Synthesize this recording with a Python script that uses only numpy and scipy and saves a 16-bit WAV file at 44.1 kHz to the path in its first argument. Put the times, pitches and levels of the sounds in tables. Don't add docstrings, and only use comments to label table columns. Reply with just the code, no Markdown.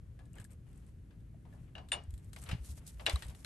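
import sys
import numpy as np
from scipy import signal
from scipy.fft import rfft, irfft
from scipy.io import wavfile
from scipy.ndimage import uniform_filter1d

SR = 44100
rng = np.random.default_rng(int(sys.argv[2]) if len(sys.argv) > 2 else 0)


def materialize(psi):
    bounded = np.clip(np.atleast_2d(psi).T, -1, 1)
    quanta = np.round(bounded * 32767).astype(np.int16)
    wavfile.write(sys.argv[1], SR, quanta)


def voltage_ratio(decibels):
    exponent = np.asarray(decibels, float) / 20
    return 10 ** exponent


N = 152145
T = np.arange(N) / SR
HZ = np.fft.rfftfreq(N, 1 / SR)
LONG = np.arange(SR // 4) / SR

# pitch_hz, level_db
TOWN_COLOUR = [(22, -20.5), (55, -3.5), (110, -6.5), (330, -26.5), (900, -46.5), (1700, -46), (5000, -57.5),
               (12500, -53.5)]
# pitch_hz, likeness (0-1)
TOWN_ALIKE = [(60, 1), (250, 0.83), (1000, 0.13), (4000, 0.4), (9000, 0.3), (11000, 0.22)]
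# start_s, level_db, pitch_hz, swell_s
BUMPS = [(2.08, -36.5, 71, 0.0082), (2.129, -34.5, 61, .012), (2.484, -39.5, 73, 0.011),
         (2.516, -33, 73, 0.0032), (2.53, -25, 110.5, 0.0024), (2.548, -31.5, 119, 0.0033),
         (2.6, -38.5, 59.5, 0.011), (2.688, -39, 71.5, 0.016), (0.396, -41, 106, 0.0034),
         (2.939, -40.5, 57, 0.028), (3.134, -23.5, 67, 0.0098), (3.252, -39.5, 65, 0.011),
         (3.287, -34.5, 72, 0.0046)]
# start_s, length_s, level_db, scuff_db
RUSTLES = [(0.345, 0.11, -72, 14), (0.49, 0.072, -71, 7), (0.65, .2, -78, 6), (0.815, 0.12, -76.5, 2),
           (1.45, 0.27, -82, 9.5), (2.082, 0.24, -77, 2.5), (2.32, 1.38, -67.5, -2.5),
           (2.41, 0.13, -62.5, 4), (2.458, 0.04, -69.5, 18), (1.1, 0.065, -89, 16), (2.632, 0.11, -60, -11),
           (2.765, 0.04, -61, -4), (2.86, 0.051, -51, -33), (3.075, 0.16, -60, -11), (3.222, 0.095, -71, 9)]
# pitch_hz, level_db
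CLOTH_COLOUR = [(400, 4.5), (1000, -2), (2000, -3), (4700, -8.5), (8600, -3), (11200, -4.5), (12800, -5)]
# pitch_hz, likeness (0-1)
HISS_ALIKE = [(4000, .3), (9000, .4), (11000, .9)]
# pitch_hz, likeness (0-1)
NEAR_ALIKE = [(250, .95), (1000, .1), (3000, .4), (8000, .55), (11500, .97)]
# start_s, level_db
PIN_HITS = [
    (.191, -71.5),
    (1.887, -73),
    (1.918, -30),
    (1.93, -30),
    (3.097, -43),
]
# pitch_hz, level_db, t60_s
PIN_MODES = [(3578, -2, .055), (7197, -15, .05), (7297, -11, .085), (8692, 0, .058), (9372, -12, .09),
             (10820, -22, .1)]
# start_s, level_db
LEVER_HITS = [
    (1.753, -45),
    (1.781, -50),
    (1.9186, -32.5),
    (1.938, -36.5),
    (2.515, -45.5),
    (3.0635, -27.5),
    (3.081, -34.5),
]
# pitch_hz, level_db, t60_s
LEVER_MODES = [(2813, -3, 0.068), (2840, 1, 0.02), (2884, -8, 0.18)]
# start_s, level_db, dull_db, t60_s
TICKS = [(0.254, -61.5, -2, 0.087), (0.3314, -51.5, -19, 0.028), (0.354, -53, -19, 0.047),
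         (0.383, -51, 2, 0.035), (0.3983, -46, -4.5, 0.1), (0.442, -46, -8, 0.077),
         (0.5116, -54.5, -16, 0.081), (0.5313, -56, -13, 0.031), (0.7294, -58, -1, 0.027),
         (0.7578, -61, -18, 0.036), (0.7748, -55, -24, 0.043), (0.8644, -60, -7, 0.063),
         (1.8862, -51.5, 3, 0.1), (2.0362, -54, -14, 0.034), (2.106, -49, -6, 0.027),
         (2.139, -50.5, -1, 0.064), (2.1773, -52.5, -3, 0.1), (2.2443, -54.5, -18, 0.035),
         (2.3312, -42, 0.5, 0.065), (2.4167, -46, -19, 0.045), (2.4375, -38.5, -5, 0.025),
         (2.8646, -45, -8, 0.021), (2.8746, -52.5, -1.5, 0.1), (2.8959, -56, 4, 0.028),
         (3.059, -42, 3, 0.017), (0.448, -55, -1, 0.024), (0.415, -60, 0, 0.037), (0.506, -57, -4, 0.03),
         (0.52, -58, -15, 0.03), (2.426, -48, 0.5, 0.03), (2.462, -57, 13, 0.045), (3.282, -52, 5, 0.02),
         (1.205, -71.5, 8, 0.05), (3.222, -41, 8, 0.11), (3.248, -49, -26, 0.031), (3.266, -49, -13, 0.03),
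         (3.3482, -51, 3.5, 0.053), (3.4464, -38, 7.5, 0.085)]
# pitch_hz, level_db
TICK_COLOUR = [(4500, -7), (6000, -5), (8500, 10), (10000, -3), (11500, 4.5), (12900, -14)]
# pitch_hz, level_db
DULL_COLOUR = [(500, -12.0), (1650, -1.5), (2400, -7.5), (3900, -1), (7000, -20)]
# start_s, level_db, pitch_hz, t60_s
SPOTS = [(.191, -69.5, 1690, 0.39), (.341, -63, 2830, 0.028), (.365, -65, 1480, 0.063),
         (.384, -59.5, 1700, 0.05), (.384, -61.5, 2980, 0.034), (.4, -58, 1650, .04),
         (.414, -67, 1710, .05), (.449, -62, 1680, 0.047), (1.11, -71, 1620, 0.12),
         (1.344, -58, 653, 0.037), (1.452, -70, 942, 0.19), (1.527, -71, 1720, 0.19),
         (1.752, -57, 1700, .2), (1.752, -60, 1560, .1), (1.752, -62, 3900, 0.11),
         (1.781, -54.5, 1526, .06), (1.781, -53.5, 675, .14), (1.781, -61, 3840, 0.043),
         (1.887, -59, 3580, 0.028), (1.919, -45, 1690, .12), (1.919, -45, 3900, 0.074),
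         (1.919, -53.5, 2297, 0.24), (2.362, -48.5, 2140, 0.039), (2.364, -57.5, 1158, 0.1),
         (2.362, -56.5, 1583, 0.07), (2.47, -51, 3900, 0.02), (2.489, -44, 3499, 0.026),
         (2.515, -43.5, 3870, 0.039), (2.515, -44.5, 2860, 0.085), (2.996, -54.5, 2800, .02),
         (2.996, -77, 3920, 0.011), (3.064, -30, 3870, 0.059), (3.064, -31, 4000, 0.036),
         (3.068, -34, 3500, .14), (3.074, -36, 2300, .1), (3.064, -36.5, 1614, 0.031),
         (3.0965, -35.5, 4040, 0.029), (3.0965, -36, 4670, 0.022), (3.159, -39, 3920, 0.023),
         (3.159, -46, 1150, .04), (3.231, -49, 1870, 0.037), (2.497, -45, 1300, 0.029)]
# start_s, level_db, low_body_db, treble_db, ring_length (share)
KNOCKS = [(0.19, -55.5, -9, -18, 1.07), (0.3401, -68.5, -1.5, -11, 0.95), (1.1067, -61, -16, -20, 1),
          (1.3434, -80, 5, -6, 0.26), (1.4513, -63, -4, -25, 1.05), (1.5256, -65.5, -0.5, -9, 1),
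          (1.7514, -47, -7.5, -25, 1.27), (1.7799, -44, -13.5, -24, 0.62), (1.9196, -26, -17, -37, 1.11),
          (2.3619, -41, -15, -7.5, 0.59), (2.4892, -33.5, -17.5, -13, 0.81), (2.5127, -35, -29, -16, 1.04),
          (2.9958, -41.5, -11.5, -32, 0.99), (3.0633, -20, -17.5, -15.5, 0.92),
          (3.0956, -29, -50, -7.5, 0.71), (3.157, -44, -15, 1, 0.67), (3.2287, -47.5, -16.5, -22.5, 0.79),
          (3.294, -49.5, -14, -23, 1)]
# pitch_hz, level_db, t60_s
BODY_MODES = [(657, -13, .11), (736, -11, .1), (1165, -9, .1), (1518, -15, .09), (1696, -14, .1),
              (1852, -13, .08), (2293, -12, .09), (2508, -13, .08), (3500, -11, .06), (3826, -11, .06),
              (4060, -13, .05)]
# pitch_hz, level_db
CLATTER_COLOUR = [(250, -11.5), (700, -4), (1100, -6.5), (2000, -2.5), (2900, -3), (4150, -10),
                  (4600, -9.5), (12500, -34.5)]

KNOCK_PAN_DB = 4
PORT_LAG_S = 0.00005


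def read(table, hz):
    f, v = np.array(table).T
    return np.interp(np.log(np.maximum(hz, 1)), np.log(f), v)


def unit(x):
    return x / np.sqrt(np.mean(x ** 2))


def noise(table, alike, lo_hz=1, hi_hz=30000):
    mid, side = rng.standard_normal((2, len(HZ), 2)) @ np.array([1, 1j]) * np.sqrt(N / 2)
    alike = np.clip(alike, 0, 1)
    inside = (HZ > table[0][0]) * (HZ < table[-1][0])
    gain = voltage_ratio(read(table, HZ)) * inside
    sides = np.array([[1], [-1]])
    pair = mid * np.sqrt((1 + alike) / 2) + side * np.sqrt((1 - alike) / 2) * sides
    edge = 1 / np.sqrt((1 + (lo_hz / (HZ + 1)) ** 10) * (1 + (HZ / hi_hz) ** 10))
    return irfft(pair * gain * edge, N) / np.sqrt(np.mean(gain ** 2))


def walk(rate):
    k = int(SR / rate)
    steps = np.repeat(rng.standard_normal(N // k + 1), k)
    return 0.66 * uniform_filter1d(uniform_filter1d(steps, k), k)[:N]


def fade(t60, rise=0.00073):
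    return (1 - np.exp(-LONG / rise)) * np.exp(-np.log(1000) * LONG / t60)


def pan(db):
    return voltage_ratio(np.array([[db / 2], [-db / 2]]))


def at(x, s):
    return x.take(int(s * SR) + np.arange(len(LONG)), axis=1, mode="wrap")


def add(out, s, x):
    i = int(s * SR)
    out[:, i:i + x.shape[1]] += x[:, :N - i]


def ring(modes, stretch, luck, lag):
    contact_s, spread_db = 0.0004, 2.0
    t = np.maximum(LONG - np.array([[0], [lag]]), 0)
    tone = 0
    for (hz, db, t60), z in zip(modes, luck):
        turning = 2j * np.pi * hz * (1 + 0.0018 * z)
        decay = np.log(1000) / (t60 * stretch)
        tone = tone + voltage_ratio(db + spread_db * z) * np.exp((turning - decay) * t).imag
    return (1 - np.exp(-t / contact_s)) * tone


def town():
    out, swell, alike = 0, walk(1.0), read(TOWN_ALIKE, HZ)
    for hz in 16 * 3.0 ** np.arange(7):
        flicker = voltage_ratio(0.58 * swell + 1.12 * walk(5.66))
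        out = out + noise(TOWN_COLOUR, alike, hz, 3 * hz) * flicker
    return out * voltage_ratio(-51.5) * pan(1.5)


def bumps():
    out = np.zeros((2, N))
    t = np.maximum(LONG - np.array([[0.00064], [0]]), 0)
    for s, db, hz, swell in BUMPS:
        push = np.e * t / swell * np.exp(-t / swell)
        add(out, s, -voltage_ratio(db) * push * np.sin(2 * np.pi * hz * t))
    return out * pan(0.52)


def sleeve():
    edge_s = 0.021
    hiss_grain = unit(voltage_ratio(7.1 * walk(40.01) + 4.3 * walk(450)))
    scuff_grain = unit(voltage_ratio(4.9 * walk(60) + 3.4 * walk(250)))
    hiss = noise(CLOTH_COLOUR, read(HISS_ALIKE, HZ), lo_hz=3500) * hiss_grain
    scuff = noise(CLOTH_COLOUR, 0.36, hi_hz=3370) * scuff_grain * pan(3.0)
    out = 0
    for s, length, db, scuff_db in RUSTLES:
        stroke = voltage_ratio(db) * np.clip(np.minimum(T - s, (s + length - T) / 2) / edge_s, 0, 1)
        out = out + stroke * (hiss + voltage_ratio(scuff_db) * scuff)
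    return out


def part(modes, hits, lag, pan_db):
    out, luck = np.zeros((2, N)), rng.standard_normal((len(hits), 8)) / 4
    for (s, db), z in zip(hits, luck):
        add(out, s, voltage_ratio(db) * ring(modes, 1, z, lag))
    return out * pan(pan_db)


def pin():
    return part(PIN_MODES, PIN_HITS, 0.00002, 1)


def lever():
    return part(LEVER_MODES, LEVER_HITS, PORT_LAG_S, KNOCK_PAN_DB)


def ticks():
    out, alike = np.zeros((2, N)), read(NEAR_ALIKE, HZ)
    bright, dull = noise(TICK_COLOUR, alike), noise(DULL_COLOUR, alike)
    crack = 2 * fade(0.012)
    for s, db, dull_db, t60 in TICKS:
        grit = at(bright, s) + voltage_ratio(dull_db - 2.5) * at(dull, s)
        add(out, s, voltage_ratio(db - 13) * (fade(t60) + crack) * grit)
    return out * pan(2.5)


def spots():
    out, luck = np.zeros((2, N)), rng.standard_normal((len(SPOTS), 2))
    for (s, db, hz, t60), z in zip(SPOTS, luck):
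        trio = [(hz, db - 2, t60)]
        for side, shift in zip((-1, 2), z):
            trio.append((hz * (1 + 0.012 * (side + shift / 3)), db - 7, t60))
        add(out, s, ring(trio, 1, np.zeros(3), PORT_LAG_S))
    return out * pan(KNOCK_PAN_DB)


def knocks():
    clatter_db, clatter_t60_s, swell_s = -10, 0.093, 0.012
    out, luck = np.zeros((2, N)), rng.standard_normal((len(KNOCKS), 16))
    alike = read(NEAR_ALIKE, HZ)
    lows = noise(CLATTER_COLOUR, alike, hi_hz=1093)
    mids = noise(CLATTER_COLOUR, alike, lo_hz=1250)
    treble = unit(noise(TICK_COLOUR, alike)) * pan(-KNOCK_PAN_DB * 0.72)
    tail = voltage_ratio(-25.5) * fade(0.34, swell_s)
    for (s, db, low_db, treble_db, share), z in zip(KNOCKS, luck):
        ring_s = clatter_t60_s * share
        late_swell = voltage_ratio(clatter_db + 7) * fade(2.15 * ring_s, swell_s)
        quick_burst = voltage_ratio(clatter_db) * fade(ring_s, 0.00027)
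        low = 0.23 * ring(BODY_MODES[:3], share, z[13:], 0.00014) + at(lows, s) * (late_swell + tail)
        hit = 0.23 * ring(BODY_MODES[3:], share, z, PORT_LAG_S) + at(mids, s) * (quick_burst + tail)
        top = at(treble, s) * fade(0.36 * ring_s)
        add(out, s, voltage_ratio(db) * (hit + voltage_ratio(low_db + 16) * low + voltage_ratio(treble_db) * top))
    return out * pan(KNOCK_PAN_DB)


def scene():
    rattle_db, rattle_per_s = 5.0, 110
    flutter = unit(voltage_ratio(rattle_db * walk(rattle_per_s)))
    loose = (lever() + spots()) * flutter
    return town() + bumps() + sleeve() + pin() + ticks() + loose + knocks()


def top_cut(x):
    return signal.sosfilt(signal.butter(12, 13030, fs=SR, output="sos"), x)


def record(dry):
    notch_hz, notch_width_hz, notch_db, top_hz = 10230, 190, -17, 12350
    dip = notch_db * np.exp(-((HZ - notch_hz) / notch_width_hz) ** 2)
    top = -32 / (1 + np.exp(np.clip((top_hz - HZ) / 150, -50, 50)))
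    mix = irfft(rfft(dry) * voltage_ratio(dip + top), N)
    return top_cut(mix)


dry = scene()
out = record(dry)
materialize(out)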